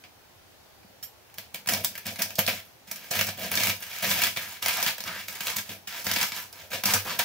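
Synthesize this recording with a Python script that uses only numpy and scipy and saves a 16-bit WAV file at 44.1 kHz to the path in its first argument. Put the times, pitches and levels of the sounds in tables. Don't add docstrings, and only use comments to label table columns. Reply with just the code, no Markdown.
import sys
import numpy as np
from scipy import signal
from scipy.fft import irfft
from scipy.io import wavfile
from scipy.ndimage import uniform_filter1d

SR = 44100
rng = np.random.default_rng(int(sys.argv[2]) if len(sys.argv) > 2 else 0)


def rack_gain(trim_db):
    fader = np.asarray(trim_db, float)
    return 10 ** (fader / 20)


def dump(signal):
    limited = np.clip(np.atleast_2d(signal).T, -1, 1)
    pcm = np.round(limited * 32767).astype(np.int16)
    wavfile.write(sys.argv[1], SR, pcm)


N = 319284
PARTS = 6
HOLLOW_DB, HOLLOW_DB_PER_S = -19, 2.0


def evened(x):
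    return x / np.sqrt(np.mean(x ** 2) + 1e-20)


def read(points, hz):
    f, value = np.transpose(points)
    return np.interp(np.log(hz + 1), np.log(f + 1), value)


def snaps(per_s, spread_db, clump_db):
    clump = rack_gain(clump_db * evened(uniform_filter1d(rng.standard_normal(N), 250)))
    size = rack_gain(spread_db * np.minimum(rng.exponential(1, N), 5)) * rng.choice([-1., 1.], N)
    breaks = evened(size * (rng.random(N) < per_s / SR))
    fine_rub = 0.7 * rng.standard_normal(N)
    return evened(clump * (breaks + fine_rub))


# time in seconds, hardness in dB (the sound above 3.5 kHz).
DEPTH = [(1.3, 2.5), (2.6, -1.5), (3.1, 2), (3.5, 1), (4.0, 2), (5.0, -2.5), (5.15, -6), (5.3, 3), (6.0, 0),
         (7.24, -1)]


def strokes(table, fade_db_per_s, t):
    start, hold, bite, last, weight = np.transpose(table)[:, :, None]
    since, hold = t - start, np.maximum(hold, 0.001)
    faded = fade_db_per_s * np.maximum(since - hold, 0)
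    attack = 3500 * np.minimum(since, 0)
    level = bite + (last - bite) * np.clip(since / hold, 0, 1) - faded + attack

    catch = np.exp(-np.maximum(since, 0) / 0.01)
    push_linger, body_linger, brittle_linger = 0.083, 0.067, 0.29
    loaf_per_weight = 0.7
    push = weight + 3 * catch + push_linger * faded
    body = loaf_per_weight * push + 0.5 + (body_linger - loaf_per_weight * push_linger) * faded
    brittle = -10.5 + 6.5 * catch + brittle_linger * faded
    hard = np.interp(t, *np.transpose(DEPTH))

    cushion = -0.81 * t
    shares_db = np.array([
        push + 4.4 + cushion,
        body + 1.64,
        0 * level - 1.5,
        hard + 0.76 * brittle - 0.7,
        brittle + 0.54 * hard - 0.8,
        0 * level + HOLLOW_DB + HOLLOW_DB_PER_S * t])
    return (rack_gain(np.maximum(level + shares_db, -160)) ** 2).sum(axis=1)


# start in seconds, hold in seconds, bite level in dB,
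# level before release in dB, weight on the loaf in dB.
SCORING = [(1.378, 0.0064, -51, -46, -15.5), (1.543, 0.0052, -43, -45.5, -9),
           (1.672, 0.053, -46, -27.5, -8.5), (1.832, 0.0067, -61, -36, -17), (1.925, 0.097, -57, -52, -17),
           (2.056, 0.028, -35, -36, -11.5), (2.188, 0.0054, -38, -30.5, -10),
           (2.386, 0.0042, -21.5, -32.5, -12), (2.464, .022, -46, -28, -16.5),
           (2.875, 0.31, -48, -48, -16.5), (3.11, 0.086, -32.5, -28.5, -13.5),
           (3.27, 0.038, -36, -41.5, -8), (3.374, .06, -41.5, -33, -9.5)]
SLICING = [(3.516, 0.17, -30, -26.5, -14), (3.805, 0.32, -43.5, -39, -23),
           (4.025, 0.24, -28.5, -29.5, -14.5), (4.362, 0.18, -34.5, -40.5, -22),
           (4.625, 0.26, -29.5, -28, -23.5), (4.982, 0.084, -46, -45, -12), (5.062, 0.14, -34.5, -39, -16),
           (5.282, 0.12, -40.5, -42.5, -20.5), (5.405, 0.1, -37, -29.5, -22),
           (5.565, .005, -26.5, -35, -14.5), (5.652, 0.045, -52, -46, -20), (5.692, 0.016, -40, -40, -6),
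           (5.874, 0.12, -42.5, -36, -20), (6.047, 0.19, -34.5, -29.5, -17.5),
           (6.32, 0.061, -41, -32.5, -19), (6.53, 0.12, -47.5, -47, -16), (6.705, 0.032, -45, -31, -13.5),
           (6.853, 0.1, -28.5, -25, -13.5), (7.05, 0.11, -37, -35.5, -10.5),
           (7.192, 0.033, -22.5, -33.5, -21)]


def sawing():
    t = np.arange(0, N + 32, 32) / SR
    power = strokes(SCORING, 174, t) + strokes(SLICING, 223, t)
    wander_db, wander_s = 2, 0.04
    knots = np.arange(0, N / SR + 1, wander_s)
    wander = rack_gain(wander_db * rng.standard_normal((1000, PARTS))[:len(knots)].T)
    gains = np.sqrt(power) * np.array([np.interp(t, knots, w) for w in wander])
    seconds = np.arange(N) / SR
    return snaps(2500, 1.6, 1.61) * np.array([np.interp(seconds, t, g) for g in gains])


# time in seconds, peak in dB, hardness in dB.
SHELL_CRACKS = [(1.3418, -34, -5.5), (1.3836, -17, -8.5), (1.5453, -14, -9), (1.559, -21, -9),
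                (1.673, -13.5, -6), (1.6882, -6.5, -8.5), (1.736, -14.5, -0.5), (1.8408, -24, -10),
                (1.8465, -6.5, -1.5), (1.9532, -24, -11.5), (1.978, -21.5, -6), (2.067, -16, -2),
                (2.159, -24, -9), (2.1895, -29, -19), (2.2195, -8.5, -2.5), (2.3057, -20.5, -11.5),
                (2.355, -36, 11), (2.3904, -2, -8), (2.4645, -15, 1), (2.4775, -8, -9), (2.4826, -7, -10),
                (2.8724, -50, -4), (2.9138, -16.5, -3.5), (2.9594, -22.5, -6), (3.043, -31.5, -14),
                (3.053, -38, -5), (3.1115, -18.5, 0), (3.1904, -11, -12), (3.211, -6, -12.5),
                (3.2885, -24.5, -28.5)]
WALL_CRACKS = [(3.5163, -12.5, -8), (3.5405, -15, -13), (3.5545, -15.5, 4), (3.574, -8, -12.5),
               (3.6003, -23, -19), (3.635, -5, -7), (3.671, -8.5, -13), (3.697, -14, -19.5),
               (3.825, -20.5, -6), (3.937, -30, -2), (3.962, -22, -8), (3.986, -22, -3),
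               (4.0456, -13.5, -14), (4.113, -4.5, -10.5), (4.1735, -15, -7), (4.2187, -8.5, -10),
               (4.2365, -2, -5), (4.2687, -10.5, -8), (4.3635, -14.5, -12.5), (4.3715, -16.5, -17),
               (4.627, -21, -17), (4.6602, -4.5, -7), (4.6828, -9, -7.5), (4.7086, -10, -12.5),
               (4.739, -15, -3), (4.77, -21, 1), (4.8185, -27, 3), (4.827, -8.5, -6), (4.8635, -7, -9.5),
               (4.8769, -11, -9)]
FLANK_CRACKS = [(4.9815, -19, -10), (5.005, -13.5, -7), (5.039, -16.5, -5), (5.0777, -21, -17),
                (5.2835, -18.5, -11), (5.3262, -25, -8), (5.3537, -27, 1), (5.4057, -16.5, -9),
                (5.470, -14, -15.5), (5.4823, -16.5, -20.5), (5.567, -18, 1.5), (5.584, -14, -10),
                (5.6925, -26, -16), (5.8735, -21, -8), (6.067, -8.5, -11.5), (6.114, -6, -11),
                (6.137, -11, -7), (6.1608, -14, -19), (6.2124, -14, -3), (6.2297, -6, -10),
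                (6.32, -22, -19), (6.5276, -31, 0), (6.717, -26, -18), (6.733, -19, -15), (6.8365, -7, -11),
                (6.856, -4.5, -5.5), (6.9067, -11, -10), (6.937, -2.5, -5.5), (7.1076, -21, -24),
                (7.193, -18, -24.5)]


def flakes():
    rows = []
    for table, brittle_db in (SHELL_CRACKS, -13.5), (WALL_CRACKS, -14), (FLANK_CRACKS, -21):
        for s, db, hard in table:
            length = 0.0026 * rack_gain(8.5 * rng.uniform(-0.55, 1))
            rows.append((s, db, hard, brittle_db + 0.39 * hard, length))
    return rows


# time in seconds, peak in dB, hardness in dB, brittleness in dB, length in seconds.
TAPS = [
    (.038, -45, -26, -30, 0.029),
    (.83, -51, -16, -23, 0.0031),
    (1.027, -30, -5.5, -11.5, 0.014),
    (1.3, -45, -15, -2, 0.00092),
    (1.66, -27, -17, -15, 0.0017),
]


def cracks(steps=1600):
    out, t = np.zeros((PARTS, N + steps)), np.arange(steps) / SR
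    rows = list(TAPS) + flakes()
    runs = rng.standard_normal((len(rows), steps, 2))
    for (s, db, hard, brittle, length), run in zip(rows, runs):
        length = np.clip(length, 0.0002, 0.012)
        fractures = run[:, 0] * run[:, 1] * np.exp(-t / length)
        first_snap = 3.4 * (t == 0) * np.sqrt(0.0012 / length)
        burst = fractures + first_snap
        burst = rack_gain(db + 8.0) * burst / np.linalg.norm(burst) * np.sqrt(length / 0.0028)
        shares_db = np.array([
            -0.8 * hard - 26,
            -0.8 * hard - 19,
            -0.6 * hard - 6,
            hard + 4.6,
            brittle + 12.5,
            -0.8 * hard + HOLLOW_DB + HOLLOW_DB_PER_S * s - 10.5])
        at = round(s * SR)
        out[:, at:at + steps] += rack_gain(shares_db)[:, None] * burst
    return out[:, :N]


# time in seconds, peak in dB.
TOUCHES = [
    (0.848, -47.5),
    (0.9, -57),
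]


def touching():
    out = np.zeros((PARTS, N))
    for s, db in TOUCHES:
        out[0, round(s * SR)] += rack_gain(db + 23.0)
    return out


# start in seconds, length in seconds, level in dB, first pitch in Hz, last pitch in Hz.
RUBS = [
    (4.364, 0.13, -43.5, 1700, 1680),
    (5.053, 0.18, -39, 1270, 1960),
    (5.908, .11, -44.5, 1630, 2200),
    (7.054, 0.082, -37.5, 790, 1680),
]


def rubbing():
    out, grain = np.zeros(N), snaps(3000, 1.8, 1.5)
    slit_width_hz = 560
    r = np.exp(-np.pi * slit_width_hz / SR)
    for s, length, db, first_hz, last_hz in RUBS:
        at, u = round(s * SR), np.arange(0, 1, 1 / (length * SR))
        glide_hz = first_hz + (last_hz - first_hz) * u
        turn = np.exp(2j * np.pi * np.cumsum(glide_hz) / SR)
        tone = (turn * signal.lfilter([1 - r], [1, -r], grain[at:at + len(u)] / turn)).real
        swell = np.sqrt(np.sin(np.pi * u ** 0.7).clip(0))
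        out[at:at + len(u)] += rack_gain(db) * evened(tone) * swell
    return out


HZ = np.fft.rfftfreq(8192, 1 / SR)


def causal(db, lo_hz, hi_hz):
    edge = 1 / (1 + (lo_hz / (HZ + 1)) ** 6) / (1 + (HZ / hi_hz) ** 6)
    log = np.log(rack_gain(db) * np.sqrt(edge) + 1e-5)
    phase = -signal.hilbert(np.r_[log, log[-2:0:-1]]).imag[:len(HZ)]
    taps = irfft(np.exp(log + 1j * phase))[:4096]
    return taps / np.linalg.norm(taps)


# pitch in Hz, level in dB per Hz.
CRUST = [(24, -16), (40, -35), (87, -10.5), (145, -7.5), (186, -2.5), (396, -6.5), (673, 5), (844, -1.5),
         (981, -3), (1090, -4), (2370, -8), (5440, 3.5), (9480, 5.5), (14900, 19), (16500, -79)]
# pitch in Hz, width in Hz, height in dB.
BOARD = [(98.5, 15.3, 13), (198.3, 35, 6.5)]
# pitch in Hz, width in Hz, height in dB.
LOAF = [(507.6, 25, 1.5), (679, 62, 2), (958, 34, 4.5), (1289, 30, 4), (1680, 313, 3), (2324, 460, 5.5),
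        (2783, 120, -2), (3210, 1060, -1.5)]


def colours(shift, lift_db=7.0):
    db = read(CRUST, np.minimum(HZ, 14900))
    for f, width, height in BOARD:
        db = db + height / (1 + (2 * (HZ - f) / width) ** 2)
    for f, width, height in LOAF:
        db = db + max(lift_db + height, 0) / (1 + (2 * (HZ - f * shift) / width) ** 2)
    bands = (55, 246), (371, 626), (1222, 4360), (3790, 6010), (9100, 8100), (815, 1683)
    return [causal(db, lo, hi) for lo, hi in bands]


# pitch in Hz, level in dB, time to fade by 60 dB in seconds.
BLADE = [(3230, -12, .1), (5600, -3, .045), (6800, -9, .05), (7550, -6, .05), (11380, -7, .09),
         (12400, -3, .07), (13920, -1, .08), (15100, -6, .07)]


def blade(drive):
    t = np.arange(4000) / SR
    ring = sum(rack_gain(d - 60 * t / t60) * np.sin(2 * np.pi * f * t) for f, d, t60 in BLADE)
    free_db = np.interp(np.arange(N) / SR, [1.1, 1.3, 2.5, 3.0], [6, -11, -17, -40])
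    return signal.oaconvolve(drive * rack_gain(free_db), ring / np.linalg.norm(ring))[:N]


# pitch in Hz, phase lead in radians.
LEAD = [(100, 0.), (1210, 0.053), (2500, 1), (5250, 1), (7320, 0.66), (7750, 0.), (11700, 1.),
        (16500, 0.82)]
# pitch in Hz, left minus right in dB.
LEAN = [(60, -1.5), (180, 1), (550, 0.3), (1650, 1), (4970, -1.5), (15000, -4)]


def ports(x, lag):
    hz = np.fft.rfftfreq(512, 1 / SR)
    lead = read(LEAD, hz) * hz ** 2 / (hz ** 2 + 1800000.0) + 2 * np.pi * hz * lag / SR
    half = rack_gain(read(LEAN, hz) / 2) * np.exp(0.5j * lead)
    pair = np.roll(irfft(np.array([half, 1 / half])), 256, axis=1)
    return signal.oaconvolve(x[None], pair, axes=1)[:, 256:N + 256]


# pitch in Hz, time to fade by 60 dB in seconds.
KITCHEN = [(200, 0.062), (1000, 0.1), (4000, 0.24), (14000, 0.16)]
# pitch in Hz, room level against the direct sound in dB.
WET = [(100, -16), (600, -7), (1200, -5.5), (2000, 1), (8000, -2), (15000, -2.5)]


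def kitchen(x):
    taps = np.zeros((2, SR // 2))
    starts = np.arange(100, SR // 2 - 20, 20)
    at = starts + rng.integers(0, 20, (2, len(starts)))
    np.put_along_axis(taps, at, rng.choice([-1., 1.], at.shape), 1)
    hz, t, z = signal.stft(taps, SR, nperseg=128)
    t60 = read(KITCHEN, hz)[:, None]
    even_energy = np.sqrt(2 * np.log(1000) * 20 / SR / t60)
    z = z * rack_gain(read(WET, hz)[:, None] - 60 * t / t60) * even_energy
    tail = signal.istft(z, SR, nperseg=128)[1]
    return signal.fftconvolve(x[None], tail, axes=1)[:, :N]


# pitch in Hz, level in dB per Hz.
HUSH = [(15, -62), (25, -12), (58, -40), (76, -6), (97, -10.5), (150, -17.5), (399, -16.5), (726, -15.5),
        (787, -15.5), (1250, -22.5), (1360, -20.5), (5880, -26.5), (8370, -33), (15200, -28.5),
        (16500, -66)]
# pitch in Hz, likeness (1 is identical, 0 unrelated).
HUSH_SAME = [(60, 1), (240, 0.0025), (950, 0.28), (3770, -0.15), (15000, 0.17)]


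def hush():
    level_db = -57
    frames, hz = N // 512 + 5, np.fft.rfftfreq(2048, 1 / SR)
    a, b, c, d, patches = rng.standard_normal((frames, 1025, 5)).T
    patches = evened(uniform_filter1d(uniform_filter1d(patches, 10, 0), 8, 1))
    same = np.clip(read(HUSH_SAME, hz), -1, 1)[:, None]
    left = a + 1j * b
    right = same * left + np.sqrt(1 - same ** 2) * (c + 1j * d)
    colour_db = read(HUSH, np.minimum(hz, 15200))[:, None] + 1.2 * patches
    z = np.array([left, right]) * rack_gain(colour_db)
    out = signal.istft(z, nperseg=2048, noverlap=1536)[1][:, :N]
    return rack_gain(level_db) * out / np.sqrt(np.mean(out.mean(0) ** 2))


def scene():
    broken = cracks() + touching()
    drive, rub = sawing() + broken, rubbing()
    place = np.repeat(rng.integers(0, 3, N // 96 + 1), 96)[:N]
    out = hush()
    for k, (shift, lag) in enumerate(((0.95, -1.4), (1.001, -0.51), (1.05, 1.4))):
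        here = place == k
        near = sum(signal.oaconvolve(here * d, c)[:N] for d, c in zip(drive, colours(shift)))
        near = near + blade(here * broken[4]) + rub / 3
        out = out + ports(near, lag) + kitchen(near)
    return out


def low_pass(x):
    return signal.sosfilt(signal.butter(12, 16980, fs=SR, output="sos"), x)


def record(dry, ceiling=0.65):
    rounded = ceiling * np.tanh(dry / ceiling)
    lowpass = signal.firwin(1023, 15760, window=("kaiser", 9), fs=SR)
    limited = signal.oaconvolve(rounded, lowpass[None], "same")
    return low_pass(limited)


dry = scene()
out = record(dry)
dump(out)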